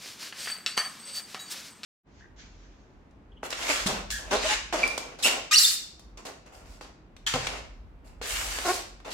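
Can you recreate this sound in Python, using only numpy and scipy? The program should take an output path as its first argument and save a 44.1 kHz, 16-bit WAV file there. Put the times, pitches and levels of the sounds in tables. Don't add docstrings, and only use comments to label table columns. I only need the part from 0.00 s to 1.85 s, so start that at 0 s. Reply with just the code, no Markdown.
import sys
import numpy as np
from scipy import signal
from scipy.fft import rfft, irfft
from scipy.io import wavfile
from scipy.ndimage import uniform_filter1d

SR = 44100
rng = np.random.default_rng(int(sys.argv[2]) if len(sys.argv) > 2 else 0)


def gain_from_db(level_db):
    decades = np.asarray(level_db, float) / 20
    return 10 ** decades


def waveform_to_disk(signal):
    frames = np.transpose(np.atleast_2d(signal))
    scaled = np.clip(frames, -1, 1) * 32767
    samples = np.round(scaled).astype(np.int16)
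    wavfile.write(sys.argv[1], SR, samples)


N = 81585
TIME = np.arange(N) / SR
HZ = np.fft.rfftfreq(N, 1 / SR)

# frequency in Hz, likeness from 0 to 1.
SIDES_ALIKE = [(30, 0.96), (100, 0.914), (1000, 0.772), (2500, 1), (5000, 1), (7000, 0.863), (10000, 0.83),
               (15000, 0.326)]


def evened(x):
    return x / np.sqrt(np.mean(x ** 2) + 1e-20)


def read(points, hz):
    f, value = np.transpose(points)
    return np.interp(np.log(hz + 1), np.log(f + 1), value)


def swell(peak, rise, fall):
    return np.exp(-((TIME - peak) / np.where(TIME < peak, rise, fall)) ** 2)


def resonate(x, hz, width):
    r = np.exp(-np.pi * width / SR)
    gain = (1 - r * r) / 2
    return signal.lfilter([gain, 0, -gain], [1, -2 * r * np.cos(2 * np.pi * hz / SR), r * r], x)


def clicks(per_s, spread_db):
    size = gain_from_db(spread_db * np.minimum(rng.exponential(1, N), 4))
    size = size * rng.choice([-1., 1.], N)
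    return evened(size * (rng.random(N) < per_s / SR))


def slow(count):
    once = uniform_filter1d(rng.standard_normal(N), count)
    return evened(uniform_filter1d(once, count))


def pair(a, b, likeness=SIDES_ALIKE):
    same = np.clip(read(likeness, HZ), -1, 1)
    mid = rfft(a) * np.sqrt((1 + same) / 2)
    side = rfft(b) * np.sqrt((1 - same) / 2)
    return irfft(np.array([mid + side, mid - side]), N)


def hum():
    # frequency in Hz, level in dB per Hz.
    hum_colour = [(15, -56), (25, -17), (211, 2), (619, -12.5), (980, -6.5), (1150, -8), (7410, -16.5),
                  (8480, -20.5), (15800, -51)]
    noise = pair(*rng.standard_normal((2, N)))
    return gain_from_db(-54.5) * evened(irfft(rfft(noise) * gain_from_db(read(hum_colour, HZ)), N))


def room(x):
    # frequency in Hz, time to fall by 60 dB in seconds.
    fading = [(200, 0.124), (1000, 0.83), (4000, 0.254), (12000, 0.95)]
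    # frequency in Hz, left-right likeness of the echoes.
    echoes_alike = [(300, 0.38), (1500, 0.95), (3000, 0.47), (6000, 0.07)]
    taps = np.zeros((2, 22000))
    at = np.arange(200, 21980, 20) + rng.integers(0, 20, (2, 1089))
    np.put_along_axis(taps, at, rng.choice([-1., 1.], at.shape), 1)
    hz, t, z = signal.stft(taps, SR, nperseg=256)
    decay = gain_from_db(-60 * t / read(fading, hz)[:, None])
    tail = signal.istft(z * decay, SR, nperseg=256)[1]
    tail = tail / np.linalg.norm(tail[0])
    echoes = signal.fftconvolve(x[None], tail, axes=1)[:, :N]
    return pair(*echoes, echoes_alike)


def rubbed_power(s, held, t60):
    rub_s, damped_t60_s = 0.003, 0.05
    at = slice(round(s * SR), round((s + .3) * SR))
    since = np.maximum(TIME[at] - s, 0)
    let_go = np.maximum(since - held, 0)
    power = np.zeros(N)
    power[at] = (1 - np.exp(-since / rub_s)) ** 2 * gain_from_db(-120 * (since / t60 + let_go / damped_t60_s))
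    return power


def wire():
    wire_pitches = [4582, 4535, 4662, 8020, 8185, 11580, 13270, 13600, 14640, 15700]
    # level in dB, time to fall by 60 dB in seconds, left lead in radians.
    wire_tones = [(2.5, 0.8, 0.5), (-15, 0.17, .6), (-11, 0.26, 0.87), (-2, .25, 0.92), (1, 0.52, 0.91),
                  (0, .5, 1.3), (-3, .5, 1.1), (-2, .5, 1.1), (-5, .4, 1.3), (-2, .3, 1.5)]
    # start in seconds, held for seconds, level in dB, upper tones against the lowest in dB.
    touches = [(.39, 0.061, -54, 11.5), (0.441, 0.033, -46, 3.5), (0.483, 0.008, -38.5, 0),
               (0.502, 0.0089, -55, 20.5), (0.515, 0.013, -36.5, -4), (.536, 0.021, -44.5, -1),
               (.57, 0.0406, -55, 2), (.628, 0.025, -63.5, 8.5), (0.681, .04, -55.5, 13.5),
               (.705, 0.072, -47.5, -12), (0.767, 0.0069, -32, 0.5), (0.785, 0.023, -30.5, -3.5),
               (.815, 0.03, -48, 3), (0.842, 0.033, -37, -5), (.89, 0.01, -63, 17), (.905, 0.027, -57, -6),
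               (0.991, .03, -64, 17.5), (1.026, 0.018, -50.5, -0.5), (1.05, 0.07, -61, 20),
               (1.07, 0.043, -50, -2), (1.115, 0.053, -58, 17.5), (1.128, 0.0375, -44, 5.5),
               (1.152, 0.013, -47.5, 6.5), (1.163, 0.023, -34.5, -7.5), (1.19, 0.0135, -48, -6),
               (1.215, 0.039, -53, -1), (1.399, 0.062, -62, 17.5), (1.40, 0.023, -51, -7),
               (1.458, 0.0037, -48, -5), (1.477, 0.011, -48.5, 0), (1.50, .03, -61, 15),
               (1.699, 0.035, -64.5, 14), (1.735, 0.12, -79, 16)]
    # start in seconds, held for seconds, level in dB.
    hard_rubs = [
        (.50, 0.031, -54),
        (.53, .1, -58.5),
        (.685, 0.037, -69),
        (.768, .05, -49.5),
        (.82, .08, -57),
        (1.0, .04, -65),
        (1.06, 0.086, -71),
        (1.402, 0.032, -57),
        (1.44, .05, -67),
    ]
    waver_hz, waver_db, soft_db = 12, 1.5, 4
    out, sides = np.zeros((2, N)), np.array([[.5], [-.5]])
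    for hz, (tone_db, t60, lead) in zip(wire_pitches, wire_tones):
        upper = hz > 6000
        rubs = [(s, held, db + upper_db * upper) for s, held, db, upper_db in touches]
        if hz > 11000:
            rubs = hard_rubs
        power = sum(gain_from_db(2 * db) * rubbed_power(s, held, t60) for s, held, db in rubs)
        drift = np.cumsum(waver_hz * hz / 4600 * slow(count=200)) / SR
        turns = hz * TIME + drift + rng.random()
        strength = np.sqrt(2 * power) * gain_from_db(tone_db - soft_db * upper + waver_db * slow(count=300))
        out += strength * np.sin(2 * np.pi * turns + lead * sides)
    return out


def end_cap():
    cap_pitches = [3885, 6750, 13500]
    # level in dB, second tone in dB, third tone in dB, time to fall by 60 dB in seconds.
    cap_levels = (-39, -7, -15, .4)
    start_s, held_s, beat_hz = 1.391, .045, 42
    db, second_db, third_db, t60 = cap_levels
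    low, second, third = [np.sin(2 * np.pi * hz * TIME) for hz in cap_pitches]
    beat = 1 + .3 * np.cos(2 * np.pi * beat_hz * (TIME - start_s - .006))
    flutter = 1 + .5 * slow(count=100)
    cap = low * beat + gain_from_db(second_db) * second * flutter + gain_from_db(third_db) * third
    return gain_from_db(db) * np.sqrt(rubbed_power(start_s, held_s, t60)) * cap


def rattle():
    # peak in seconds, rise in seconds, fall in seconds, level in dB.
    spins = [
        (.49, 0.019, 0.12, -49.5),
        (0.698, 0.036, 0.015, -51),
        (0.792, 0.017, 0.041, -33.5),
        (.86, 0.0134, 0.023, -42.5),
        (1.202, 0.073, 0.027, -50.5),
        (1.358, 0.0066, 0.016, -42.5),
        (1.41, 0.032, 0.06, -52),
    ]
    # frequency in Hz, width in Hz, level in dB.
    roll_tones = [(724, 290, -4.5), (1084, 106, -8.5), (1270, 137, -1.5), (1710, 160, -2.5),
                  (1830, 370, -2.5), (2171, 170, -9), (2930, 300, -5), (5800, 370, -29.5)]
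    taps = clicks(per_s=800, spread_db=3.0) + .5 * rng.standard_normal(N)
    body = sum(gain_from_db(db) * resonate(resonate(taps, hz, 4 * w), hz, w) / np.sqrt(w) for hz, w, db in roll_tones)
    return evened(body) * sum(gain_from_db(db) * swell(peak, rise, fall) for peak, rise, fall, db in spins)


def strike(hits, shell, octaves, bounce_db):
    # frequency in Hz, width in Hz, level in dB.
    arm_tones = [(227, 230, 0.5), (406, 223, 3), (530, 450, 3)]
    bounce_s, shiver_t60_s = 0.0034, 0.3
    out, t = np.zeros(N), np.arange(12000) / SR
    tap = 1. * (t == 0)
    thud = sum(gain_from_db(d) * evened(resonate(resonate(tap, f, w), f, w)) for f, w, d in arm_tones)
    thud = thud / abs(thud).max()
    later = np.maximum(t - bounce_s, 0)
    bounce = (later / 0.00205) * np.exp(1 - later / 0.00085) + 2.1 * np.exp(-t / 0.0025)
    for s, db, hz, thud_db, shiver_db in hits:
        tick = np.exp(-t / 0.000086) * np.cos(2 * np.pi * hz * t)
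        shiver = gain_from_db(shiver_db - 60 * t / shiver_t60_s)
        blow = tick + rng.standard_normal(len(t)) * (gain_from_db(bounce_db) * bounce + shiver)
        ring = np.zeros(len(t))
        for k, (f, w, d) in enumerate(shell):
            strength = gain_from_db(d - 4.0 * (np.log2(f / hz) / octaves) ** 2) / np.sqrt(w)
            ring += (-1) ** k * strength * resonate(resonate(blow, f, 2 * w), f, w)
        ring = ring / abs(ring).max() + gain_from_db(thud_db) * thud
        part = out[round(s * SR):][:len(t)]
        part += gain_from_db(db) * ring[:len(part)]
    return out


def axle_knocks():
    # start in seconds, peak in dB, tone in Hz, thud in dB, shiver in dB.
    axle_hits = [(0.0602, -37, 1880, -9, -40), (.229, -33.5, 1830, -13, -21), (0.325, -30, 1650, -16, -18),
                 (0.4584, -30.5, 1890, -11.5, -22), (0.4731, -23, 1730, -12.5, -13),
                 (0.5, -23.5, 2120, -23, -25), (.518, -33, 2070, -25, -37), (.535, -38, 1900, -17, -30),
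                 (.565, -36, 1900, -19, -19), (.585, -39, 2040, -5.5, -15), (1.399, -38, 4930, -27, -24.5),
                 (1.543, -34.5, 1500, -23, -26)]
    # frequency in Hz, width in Hz, level in dB.
    struck_tones = [(735, 114, -12), (1220, 900, 2), (1855, 510, 2.5), (2660, 1230, 4), (3560, 240, -6),
                    (4020, 580, -3.5), (4710, 380, 14.5), (5160, 380, -12), (6200, 2000, 7),
                    (8900, 2800, 11)]
    return strike(axle_hits, struck_tones, octaves=0.68, bounce_db=-16)


def arm_landings():
    # start in seconds, peak in dB, tone in Hz, thud in dB, shiver in dB.
    arm_hits = [
        (.7715, -27, 2000, -30, -33.5),
        (.7763, -9.5, 2430, -14, -24.5),
        (.7822, -16, 2800, -21, -33),
        (.7865, -25.5, 1990, -42.5, -23.5),
        (.8245, -28, 1670, -43, -22),
        (1.3454, -25.5, 1390, -7.5, -20),
        (1.3505, -29, 1910, -40, -26),
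    ]
    # frequency in Hz, width in Hz, level in dB.
    pressed_tones = [(734, 120, 1), (1093, 175, 3.5), (1380, 350, 1), (1820, 120, 1), (2170, 370, -1),
                     (2800, 290, -2.5), (2950, 350, 1.5), (3240, 320, -1.5), (4470, 580, 6), (6060, 600, 6),
                     (8800, 2800, 10.5)]
    return strike(arm_hits, pressed_tones, octaves=1.1, bounce_db=-32)


def stop_snaps():
    # start in seconds, peak in dB, tone in Hz, thud in dB, shiver in dB.
    stop_hits = [
        (.6622, -9, 3780, -27, -27),
        (.6672, -18.5, 3440, -36, -27),
        (.6695, -24, 2670, -50, -42),
        (.6752, -21, 5100, -54, -23),
        (1.3452, -22.5, 4530, -36, -28),
        (1.8327, -23.5, 3560, -24, -22),
        (1.8364, -30.5, 3400, -36, -13),
        (1.8378, -30, 3900, -29.5, -38),
        (1.8472, -40, 3400, -50, -30),
    ]
    # frequency in Hz, width in Hz, level in dB.
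    stop_tones = [(1460, 640, 4), (2170, 260, -4), (2650, 360, 3.5), (3520, 370, -2), (3900, 244, -0.5),
                  (4514, 510, 3), (5470, 260, -1), (6180, 350, -3.5), (6960, 310, -5), (7710, 530, -2),
                  (8540, 690, -7), (10600, 3800, -2.5)]
    return strike(stop_hits, stop_tones, octaves=1.1, bounce_db=-32)


def peel():
    # peak in seconds, rise in seconds, fall in seconds, level in dB, brightness in dB per octave.
    strokes = [(0.059, 0.063, 0.032, -43, 2), (0.11, 0.0317, 0.0541, -45, 2.5),
               (.232, 0.0388, 0.035, -39.5, 2), (.28, 0.023, 0.035, -44.5, 1),
               (.40, 0.051, 0.042, -42.5, 1), (.465, 0.058, 0.078, -39.5, 3.5),
               (.96, 0.11, 0.081, -49.5, 1), (1.096, 0.037, 0.041, -44.5, 0.5),
               (1.166, 0.021, 0.041, -37.5, 5), (1.321, 0.054, 0.07, -47, 1.5),
               (1.40, 0.0068, 0.019, -52, 7), (1.518, 0.012, 0.018, -37, 7.5),
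               (1.579, 0.095, 0.051, -41.5, 1.5), (1.669, 0.034, 0.037, -45.5, 1.5)]
    # frequency in Hz, level in dB per Hz.
    peel_colour = [(180, -63), (300, -5), (602, -1.5), (676, -4.5), (853, -11), (1060, -4.5), (1680, -1.5),
                   (4860, 0.5), (15800, -20.5)]
    a, b = [clicks(per_s=7000, spread_db=2.2) + rng.standard_normal(N) for _ in "ab"]
    crackle = rfft(pair(a, b)) * gain_from_db(read(peel_colour, HZ))
    out = np.zeros((2, N))
    for peak, rise, fall, db, tilt_db in strokes:
        brightness = gain_from_db(tilt_db * np.log2((HZ + 100) / 4000))
        out += gain_from_db(db) * swell(peak, rise, fall) * evened(irfft(crackle * brightness, N))
    return out


def scene():
    sheet, steel, snaps = peel(), wire() + end_cap(), stop_snaps()
    roll = rattle() + axle_knocks() + snaps + arm_landings()
    wet = room(gain_from_db(-9) * roll + gain_from_db(-9.5) * sheet.mean(0) + gain_from_db(-5.5) * steel.mean(0))
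    sides = np.array([[1.], [-1.]])
    late = .5 * 0.53 * sides * np.gradient(snaps)
    near = sheet + roll + late + wet + hum()
    return near * gain_from_db(0.32 * sides) + steel * gain_from_db(0.5 * sides)


def roll_off(x):
    return signal.sosfilt(signal.butter(12, 15920, fs=SR, output="sos"), x)


def record(dry):
    edge = signal.firwin(255, 15820, window=("kaiser", 9), fs=SR)
    mix = signal.oaconvolve(dry, edge[None], "same")
    return roll_off(mix)


dry = scene()
out = record(dry)
waveform_to_disk(out)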